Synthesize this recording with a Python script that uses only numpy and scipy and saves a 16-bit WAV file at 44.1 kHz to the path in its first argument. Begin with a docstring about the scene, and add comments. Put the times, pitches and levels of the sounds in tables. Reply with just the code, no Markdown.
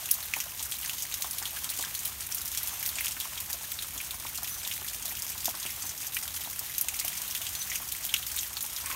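"""Steady rain on a leafy shrub, heard from close by: a bright hiss over a low town rumble, with ticks and thuds.
Near drops tick on single leaves as a damped ring, a burst of spray noise and an after-patter; fat drips thud
on the ground and stems as short low swings. Far rain and rumble are shaped noise with slow level changes.
A small bird some way off whistles as gliding sines, and noise through throat resonances rasps at the end."""
import sys
import numpy as np
from scipy import signal
from scipy.fft import rfft, irfft
from scipy.io import wavfile
from scipy.ndimage import uniform_filter1d

SR = 44100
rng = np.random.default_rng(int(sys.argv[2]) if len(sys.argv) > 2 else 0)


def boost_factor(decibels):
    """Convert a level in decibels to a linear amplitude factor."""
    exponent = np.asarray(decibels, float) / 20
    return 10 ** exponent


def put_to_file(sound):
    """Save the sound as 16-bit audio at rate SR, in the file named by the first command-line argument."""
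    columns = np.atleast_2d(sound).T  # one column per channel
    safe = np.clip(columns, -1, 1)
    whole_steps = np.round(safe * 32767)
    wavfile.write(sys.argv[1], SR, whole_steps.astype(np.int16))


N = 394694

# level changes of the far rain and of the middling drops: start_s, far_rain_db, middling_change_db
RAIN_LEVELS = [(0.0, -40.5, 7.5), (0.6, -42.5, -4), (0.84, -42.5, 3.5), (1.67, -41.5, -1), (1.89, -41.5, 5),
               (2.24, -42.5, -1), (3.01, -39, 13), (3.21, -41.5, -5), (4.29, -43.5, 0), (4.56, -42, 1),
               (4.86, -43.5, 2), (5.41, -42, 0), (6.61, -43, 0.5), (6.93, -40.5, 0.5), (7.53, -40, 0),
               (7.85, -42, 0), (8.2, -41, 0), (8.6, -43.5, -5.5), (8.95, -40.5, -1)]
# colour of the hiss as the microphone hears it, shared by far and near rain: frequency_hz, relative_density_db
HISS_COLOUR = [(320, -113), (540, -10), (650, -7), (1010, -3), (1430, -4), (3280, -0.5), (4820, -4),
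               (6510, 0.5), (7620, -2.5), (9440, 0), (10400, -4), (12400, 1.5), (14700, -1.5), (15700, -2),
               (16500, -13.5)]
SPLASH_S = 0.08  # room for each short sound


def response(points, f):
    """Frequency response: gain at f Hz, interpolated in dB over log frequency."""
    hz, db = np.transpose(points)
    return boost_factor(np.interp(np.log(f + 1), np.log(hz), db))


def coloured(points):
    """Spectral shaping: white noise weighted by the given spectrum, at rms 1."""
    gain = response(points, np.fft.rfftfreq(N, 1 / SR))
    x = irfft(rfft(rng.standard_normal(N)) * gain, N)
    return x / np.std(x)


def walk(rate):
    """Slow random modulation: levels held 1 / rate s and smoothed twice; spread 1."""
    k = int(SR / rate)
    steps = np.repeat(rng.standard_normal(N // k + 1), k)
    x = uniform_filter1d(uniform_filter1d(steps, k), k)[:N]
    return x / np.std(x)


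def fade(t, t60):
    """Exponential damping: a fall of 60 dB in t60 s."""
    return np.exp(-np.log(1000) * t / t60)


def scatter(s, sounds):
    """Superposition: each short sound is added in at its own time."""
    at = (np.asarray(s) * SR).astype(int)[:, None] + np.arange(sounds.shape[1])
    return np.bincount(at.ravel(), sounds.ravel(), N + SR)[:N]


def filtered(noise, gain):
    """Linear filtering: each row of noise takes its own gain over frequency, at rms 1."""
    x = irfft(rfft(noise) * gain, noise.shape[1])
    return x / np.std(x, axis=1, keepdims=True)


def lumps(rows, size, count, db):
    """Random unevenness: per row a smooth gain with count lumps, spread db at the knots; mean power 1."""
    knots = rng.standard_normal((rows, count + 1))
    at = np.linspace(0, count, size, endpoint=False)
    k = at.astype(int)
    gain = boost_factor(db * (knots[:, k] * (1 - at + k) + knots[:, k + 1] * (at - k)))
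    return gain / np.sqrt(np.mean(gain ** 2))


def far_rain():
    """Incoherent summation: countless distant drops merge into a hiss that flickers with gusts of rain."""
    s, db, _ = np.transpose(RAIN_LEVELS)
    flicker_db = 0.8 * walk(16)
    return coloured(HISS_COLOUR) * boost_factor(np.interp(np.arange(N) / SR, s, db) + flicker_db)


def rumble():
    """Low-pass propagation: of distant traffic and rain on roofs, only the bass arrives."""
    # slow swell: start_s, level_db
    town_swell = [(0, -55), (4, -53.5), (8.95, -54)]
    # colour of the rumble: frequency_hz, relative_density_db
    town_colour = [(21, -36), (36, -10), (60, 2), (86, 0.5), (150, -7.5), (520, -18), (680, -31),
                   (1140, -120)]
    s, db = np.transpose(town_swell)
    return coloured(town_colour) * boost_factor(np.interp(np.arange(N) / SR, s, db))


def thud(s, db, hz, decay_s):
    """Heavily damped resonance: a soft contact gives a few low swings that soon blur into noise."""
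    t = np.arange(int(SPLASH_S * SR)) / SR
    f = np.fft.rfftfreq(len(t), 1 / SR)
    hz = hz[:, None]
    resonance = 1 / (1 + (1.17 * (f / hz - hz / (f + 1))) ** 2)
    wobble = filtered(rng.standard_normal((len(s), len(t))), resonance)
    tone = np.sin(2 * np.pi * hz * t) * fade(t, 0.81 * decay_s)
    swing = tone + boost_factor(-5.0) * wobble * fade(t, 3.6 * decay_s)
    onset = 1 - np.exp(-t / 0.00022)  # swells within about a millisecond
    return scatter(s, boost_factor(db)[:, None] * swing * onset * (1 - t / SPLASH_S))


def drips():
    """Impact response: fat drips close by over a soft thump of the ground, and a crowd of fainter ones."""
    # the loudest fat drips: start_s, level_db, pitch_hz
    fat_drips = [(0.024, -44, 720), (0.366, -32, 925), (0.601, -41.5, 940), (1.244, -32, 920),
                 (1.416, -34.5, 931), (1.568, -34.5, 1610), (1.669, -39, 1330), (1.791, -32, 845),
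                 (1.838, -36.5, 1620), (1.87, -43, 1570), (2.393, -41, 1460), (2.716, -42, 1120),
                 (2.963, -39, 649), (3.05, -40, 1340), (3.167, -37.5, 1560), (3.254, -38.5, 1060),
                 (3.542, -38, 622), (3.957, -37, 960), (4.251, -35, 920), (4.385, -37, 1030),
                 (4.425, -35, 880), (4.664, -39, 875), (4.816, -38, 1000), (5.119, -40, 860),
                 (5.227, -42, 910), (5.353, -39, 1020), (5.479, -29.5, 660), (5.541, -35.5, 1120),
                 (5.653, -35.5, 1020), (5.836, -38, 1060), (6.473, -37, 900), (6.612, -37, 654),
                 (7.046, -36, 700), (7.801, -37, 1010), (7.823, -38.5, 1080), (8.139, -33, 1550),
                 (8.569, -40.5, 894), (8.641, -38, 872), (8.839, -37, 1020), (8.901, -32.5, 1530),
                 (8.926, -36, 1200)]
    crowd_size = 500
    thump_hz, thump_db, thump_decay_s = 290, -15, 0.043  # lowest-to-highest scatter is drawn around these
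    s, db, hz = np.transpose(fat_drips)
    u = rng.random((crowd_size, 2)).T
    e = rng.exponential(1, crowd_size)
    crowd_db = -51 + 2.5 * np.minimum(e, 3.0)
    crowd = thud(u[0] * N / SR, crowd_db, 640 * 2.35 ** u[1], 0.027)
    g = rng.standard_normal((len(s), 2)).T
    # each thump has its own level against the drip and its own pitch
    thump = thud(s, db + thump_db + 3.8 * g[0], thump_hz * 1.2 ** g[1], thump_decay_s)
    high_pass = signal.butter(4, 570, "high", fs=SR, output="sos")
    return signal.sosfilt(high_pass, thud(s, db, hz, 0.024) + crowd) + thump


def splash(s, hz, ring_db, spray_db, fine_db, patter_db, hit_t60, patter_t60, q):
    """Impact excitation: a drop jolts the leaf, which rings briefly; water bursts into spray and patters after."""
    spray_from_hz, fine_from_hz, fine_top_hz = 4500, 9050, 16000
    t = np.arange(int(SPLASH_S * SR)) / SR
    f = np.fft.rfftfreq(len(t), 1 / SR)
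    hz = hz[:, None]
    noise = rng.standard_normal((len(s), len(t)))
    # a sharp crack at first contact, then the water spreads
    hit = (fade(t, hit_t60) + boost_factor(-3) * fade(t, 0.003)) * (1 - np.exp(-t / 0.0001))
    patter = boost_factor(patter_db)[:, None] * fade(t, patter_t60) * (1 - t / SPLASH_S) * (1 - np.exp(-t / 0.0027))
    # droplets fall back unevenly, coarse and fine ones at their own moments
    coarse, medium, mist = (np.hypot(hit, patter * lumps(len(s), len(t), count=48, db=1.5)) for _ in range(3))
    # every splash has its own patchy colour on top of the microphone's shared colour
    colour = response(HISS_COLOUR, f) * lumps(len(s), len(f), count=16, db=2.8)
    # the membrane's first swings are clean, then the wet surface blurs them
    clean = np.exp(-t * hz / 1.6)
    resonance = 1 / np.hypot(1, q * (f / hz - hz / (f + 1)))
    flutter = filtered(noise, colour * (f < spray_from_hz) * resonance)
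    snap = boost_factor(9.0) * np.sin(2 * np.pi * hz * t) * clean
    leaf = snap + boost_factor(-1.0) * flutter * np.sqrt(1 - clean ** 2) * coarse
    spray = filtered(noise, colour * (f > spray_from_hz) * (f < fine_from_hz)) * medium
    fine = filtered(noise, colour * (f > fine_from_hz) * (f < fine_top_hz)) * mist
    ring_gain, spray_gain, fine_gain = (boost_factor(db)[:, None] for db in (ring_db, spray_db, fine_db))
    out = scatter(s, ring_gain * leaf + spray_gain * spray + fine_gain * fine)
    # a leaf is too small to radiate bass
    return signal.sosfilt(signal.butter(3, 1450, "high", fs=SR, output="sos"), out)


def patter_of(ring_db, spray_db, fine_db):
    """Compressive scaling: the harder the impact, the further its after-patter stays below it."""
    patter_db, reference_db, spread_db = -2.5, -33.5, 1.5
    slope = 0.37  # dB lost for each dB louder than the reference
    loudest = np.max([ring_db, spray_db, fine_db], axis=0)
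    return patter_db - slope * (loudest - reference_db) + spread_db * rng.standard_normal(len(loudest))


def near_drops():
    """Random arrivals on the closest leaves: the loudest drops amid middling ones, louder and softer by turns."""
    # the loudest near drops: start_s, pitch_hz, ring_db, spray_db, fine_spray_db
    loud_drops = [(0.089, 2900, -35, -53, -49), (0.1125, 2950, -37, -23, -11.5),
                  (0.1398, 4600, -39, -30, -25), (0.227, 4370, -38, -50, -36),
                  (0.3371, 2390, -22.5, -28.5, -29), (0.3783, 2190, -51, -46, -35),
                  (0.4024, 2720, -30.5, -27, -28), (0.5076, 1590, -51, -49, -37),
                  (0.5944, 3470, -33.5, -30.5, -45), (0.627, 3750, -40, -30, -29),
                  (0.6536, 3710, -53, -45, -35), (0.7133, 4100, -51, -35, -28),
                  (0.721, 3300, -30, -30, -35), (0.8438, 2060, -40, -42, -35), (0.86, 4600, -42, -33, -47),
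                  (0.8764, 2240, -51, -50, -34), (0.8957, 3010, -31.5, -32.5, -31),
                  (0.9331, 3390, -37, -34, -33), (1.0038, 3400, -41, -41, -39),
                  (1.0226, 3400, -56, -28, -30), (1.1237, 3850, -32, -36, -41),
                  (1.1407, 3380, -34, -28, -27), (1.2221, 4090, -34, -27, -28),
                  (1.3099, 3990, -44, -34, -28), (1.3837, 4180, -35, -34, -27.5),
                  (1.4253, 1890, -38.5, -31.5, -43), (1.4552, 3760, -27, -34, -33),
                  (1.5071, 2940, -42, -44, -34), (1.5628, 2540, -40, -38, -34),
                  (1.6436, 3250, -35.5, -30, -30), (1.6916, 4440, -34, -34, -38),
                  (1.7006, 4010, -39, -35, -25), (1.722, 2600, -37, -50, -58),
                  (1.7654, 3710, -53, -52, -39), (1.789, 2810, -39, -29.5, -33),
                  (1.8253, 3790, -31, -32, -29), (1.8392, 1550, -33, -50, -46),
                  (1.8488, 3220, -38, -32, -38), (1.9496, 4530, -30.5, -32, -28),
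                  (2.054, 3320, -30, -36, -23), (2.0756, 4520, -48, -39, -33),
                  (2.2069, 3230, -46, -34, -32), (2.3171, 3030, -41, -37, -35),
                  (2.323, 3550, -53, -29, -44), (2.3467, 4480, -40, -37, -24),
                  (2.3728, 4470, -55, -39, -43), (2.4567, 4480, -47, -35, -30),
                  (2.478, 4510, -44, -36, -30), (2.5164, 3750, -40, -36, -31),
                  (2.5489, 3340, -35, -32, -33), (2.5739, 3720, -33, -25.5, -28),
                  (2.6935, 3230, -40, -41, -49), (2.738, 2150, -52, -38, -34.5),
                  (2.7944, 3780, -50, -43, -32), (2.8556, 4000, -34, -39, -31),
                  (2.8757, 1610, -47, -49, -27), (2.9555, 3430, -39, -30, -41),
                  (2.9853, 2420, -27.5, -31, -38), (3.0468, 3330, -45, -33, -46),
                  (3.068, 3020, -30.5, -36, -42), (3.1096, 3120, -36, -36, -34),
                  (3.1194, 2360, -49, -31, -37), (3.1645, 2160, -37, -43, -38),
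                  (3.2009, 3870, -35, -35, -26), (3.2089, 3430, -33.5, -36, -42),
                  (3.3763, 3360, -35, -35, -42), (3.4025, 4340, -39, -35, -27),
                  (3.5295, 3840, -39, -29, -25.5), (3.7185, 3470, -34, -41, -26),
                  (3.7389, 3990, -50, -39, -46), (3.7888, 4030, -26.5, -46, -47),
                  (3.8233, 3690, -36, -34, -32), (3.9768, 3380, -43, -34, -36),
                  (4.0025, 2430, -33, -46, -45), (4.1084, 3700, -33, -34, -30),
                  (4.1995, 3360, -41, -37, -34), (4.2649, 3300, -41, -54, -41),
                  (4.4319, 4360, -46.5, -35, -27), (4.4449, 3250, -36, -45, -41),
                  (4.4939, 1890, -48, -41, -33), (4.5985, 4290, -41.5, -44, -37),
                  (4.6318, 2360, -46, -34, -44), (4.6499, 3780, -34.5, -38, -44),
                  (4.6747, 3410, -36, -32, -29), (4.7133, 3070, -30, -46, -38),
                  (4.8807, 3360, -35, -35, -38), (4.8962, 4040, -42, -38, -44),
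                  (5.0555, 4350, -40, -31, -30), (5.0799, 3810, -37, -49, -31),
                  (5.2212, 2790, -53, -30, -29), (5.2928, 4050, -50, -32.5, -40),
                  (5.2996, 3120, -50, -45, -27.5), (5.3787, 4310, -40, -36, -33),
                  (5.445, 3380, -47, -30, -28), (5.4559, 3480, -28.5, -23, -22),
                  (5.491, 3460, -38, -33, -30), (5.599, 1690, -54, -31, -36),
                  (5.6285, 4120, -33.5, -33, -39), (5.6626, 2880, -32.5, -32, -34),
                  (5.8217, 1830, -52, -31, -39), (5.8676, 3390, -49, -37, -32),
                  (5.8932, 4230, -48, -31, -37), (6.0591, 3330, -49, -44, -35),
                  (6.0682, 3260, -53, -33, -34), (6.1457, 4430, -51, -30.5, -29),
                  (6.1678, 2270, -24.5, -34, -28), (6.2783, 3330, -33.5, -36, -32),
                  (6.3511, 4340, -58, -41, -32), (6.3625, 3100, -39, -54, -46),
                  (6.4125, 2940, -47, -35, -43), (6.4472, 3710, -40.5, -47, -38),
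                  (6.5093, 4500, -48, -40, -33), (6.592, 4050, -45, -29.5, -25),
                  (6.7485, 4050, -39, -37, -39), (6.7812, 3410, -37, -26, -22),
                  (6.8116, 4520, -45, -28, -17), (6.8849, 2510, -29, -25.5, -27.5),
                  (6.9908, 2970, -37, -27, -39), (6.9978, 4050, -31, -25.5, -25),
                  (7.0128, 2250, -35, -42, -46), (7.0478, 2610, -39, -32, -25.5),
                  (7.0801, 2890, -32, -30, -26), (7.1738, 3620, -52, -35, -33),
                  (7.218, 3220, -47, -32, -31), (7.3101, 3340, -38, -33, -31),
                  (7.3505, 3390, -26, -32, -30.5), (7.416, 3500, -34, -32.5, -35),
                  (7.4671, 3220, -33, -32, -46), (7.5514, 4280, -30.5, -33, -31),
                  (7.6175, 4300, -32, -35, -50), (7.6995, 2600, -35.5, -31, -34),
                  (7.7169, 2070, -28.5, -44, -43), (7.7507, 2870, -38, -32.5, -35),
                  (7.7563, 2430, -32.5, -27, -29), (7.9218, 4050, -30.5, -32, -25),
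                  (8.0408, 4060, -39, -44, -35), (8.0508, 3370, -37, -33, -29),
                  (8.0647, 3780, -53, -38, -30), (8.0924, 3330, -31, -46, -41),
                  (8.1402, 2800, -16.5, -21, -23), (8.1639, 3590, -28, -36, -42),
                  (8.2281, 3320, -32.5, -41, -36), (8.2659, 3450, -39, -31, -27.5),
                  (8.3171, 4530, -50, -32, -34), (8.364, 2670, -40, -36, -25.5),
                  (8.3752, 3500, -31.5, -38.5, -43), (8.3818, 3680, -35, -42, -35),
                  (8.3889, 4430, -37, -24.5, -46), (8.4087, 4330, -51, -33, -31),
                  (8.4314, 3150, -37, -35, -31), (8.5691, 4600, -29, -36, -34),
                  (8.6075, 4460, -39, -32, -31), (8.626, 2440, -55, -37, -25.5),
                  (8.6634, 3340, -49, -38, -33), (8.7633, 3780, -35, -31, -35),
                  (8.7767, 2920, -39.5, -46, -46), (8.8106, 3570, -50, -34, -46),
                  (8.8595, 1650, -38, -33, -32), (8.901, 1530, -48, -35, -35),
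                  (8.9137, 2230, -32.5, -49, -38)]
    crowd_size, low_hz, high_hz = 260, 1730, 4600
    # middling drops a little further off: ring, spray, fine spray
    middle_db, spread_db = np.array((-45.5, -42.5, -37)), np.array((4.5, 6.5, 2))
    u = rng.random((crowd_size, 2)).T
    g = rng.standard_normal((crowd_size, 3))
    s = u[0] * N / SR
    at, _, change_db = np.transpose(RAIN_LEVELS)
    db = middle_db + spread_db * np.minimum(g, 1) + np.interp(s, at, change_db)[:, None]
    crowd = np.column_stack([s, low_hz * (high_hz / low_hz) ** u[1], db])
    s, hz, ring_db, spray_db, fine_db = np.vstack([loud_drops, crowd]).T
    patter_db = patter_of(ring_db, spray_db, fine_db)
    return splash(s, hz, ring_db, spray_db, fine_db, patter_db, hit_t60=0.025, patter_t60=0.1, q=4.2)


def small_drops():
    """Random arrivals further back: many fainter drops, each leaf with its own pitch and wetness."""
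    count = 2600
    u = rng.random((count, 3)).T
    e = rng.exponential(1, count)
    g = rng.standard_normal((count, 3)).T
    db = -52.5 + 2.4 * np.minimum(e, 3.5)
    hz = 1400 * 4.5 ** u[1]
    ring_db = db - 3 + 4 * g[0]
    spray_db = db + 4 * g[1]
    fine_db = db + 3.5 + 3.54 * g[2]
    patter_db = -4 - 16 * u[2]
    return splash(u[0] * N / SR, hz, ring_db, spray_db, fine_db, patter_db, hit_t60=0.03, patter_t60=0.029, q=1.1)


def bird():
    """Frequency and amplitude modulation: thin whistles slide up to a held note that throbs and lingers."""
    # chirps: start_s (of the held note), pitch_hz (held), level_db
    whistles = [(.96, 6500, -49), (2.672, 6240, -42), (4.515, 6070, -44), (5.815, 6220, -42.5),
                (7.558, 6130, -40)]
    lead_s = 0.03  # the slide comes before the held note
    t = np.arange(int(0.2 * SR)) / SR - lead_s
    s, hz, db = np.transpose(whistles)
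    slide = 0.12 * np.clip(-t / 0.025, 0, 1)
    pitch = hz[:, None] * (1 - slide + 0.011 * walk(160)[:len(t)])
    swell = np.where(t < 0, np.exp(t / 0.009), fade(np.maximum(t, 0), 0.9))
    shape = swell * np.clip((0.13 - t) / 0.05, 0, 1)
    notes = np.sqrt(2) * boost_factor(db)[:, None] * shape * np.sin(2 * np.pi * np.cumsum(pitch, axis=1) / SR)
    # random throbbing stands for echoes among the leaves
    return scatter(s - lead_s, notes * lumps(len(s), len(t), count=24, db=4.0))


def rasps():
    """Source and filter: lumpy noise through a few throat resonances, starting abruptly."""
    # two hoarse bursts some way off, perhaps a larger bird: start_s, hold_s (before the fall), level_db
    bursts = [(8.85, 0.022, -40), (8.898, .06, -44)]
    # resonances of the throat: frequency_hz, width_hz, gain_db
    throat_modes = [(1050, 93, 9), (1550, 280, -10), (2420, 600, -0.5)]
    s, hold_s, db = np.transpose(bursts)
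    t = np.arange(int(SPLASH_S * SR)) / SR
    f = np.fft.rfftfreq(len(t), 1 / SR)
    throat = sum(boost_factor(gain_db) / (1 + ((f - hz) / (width / 2)) ** 2) for hz, width, gain_db in throat_modes)
    shape = np.clip(t / 0.002, 0, 1) * np.clip((hold_s[:, None] - t) / 0.019 + 1, 0, 1)
    noise = filtered(rng.standard_normal((len(s), len(t))), throat)
    rough = noise * lumps(len(s), len(t), count=12, db=4.0)
    return scatter(s, boost_factor(db)[:, None] * shape * rough)


def scene():
    """Linear superposition: all sources add at one microphone."""
    return (near_drops() + small_drops() + drips() + far_rain() + rumble() + bird() + rasps())[None]


def top_cut(x):
    """Nothing passes above the cut-off."""
    return signal.sosfilt(signal.butter(12, 17010, fs=SR, output="sos"), x)


def record(dry):
    """Band limiting: the recorder cuts the top steeply above 15.75 kHz."""
    low_pass = signal.ellip(8, 0.2, 30, 15750, fs=SR, output="sos")
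    mix = signal.sosfilt(low_pass, dry)
    return top_cut(mix)


dry = scene()
out = record(dry)
put_to_file(out)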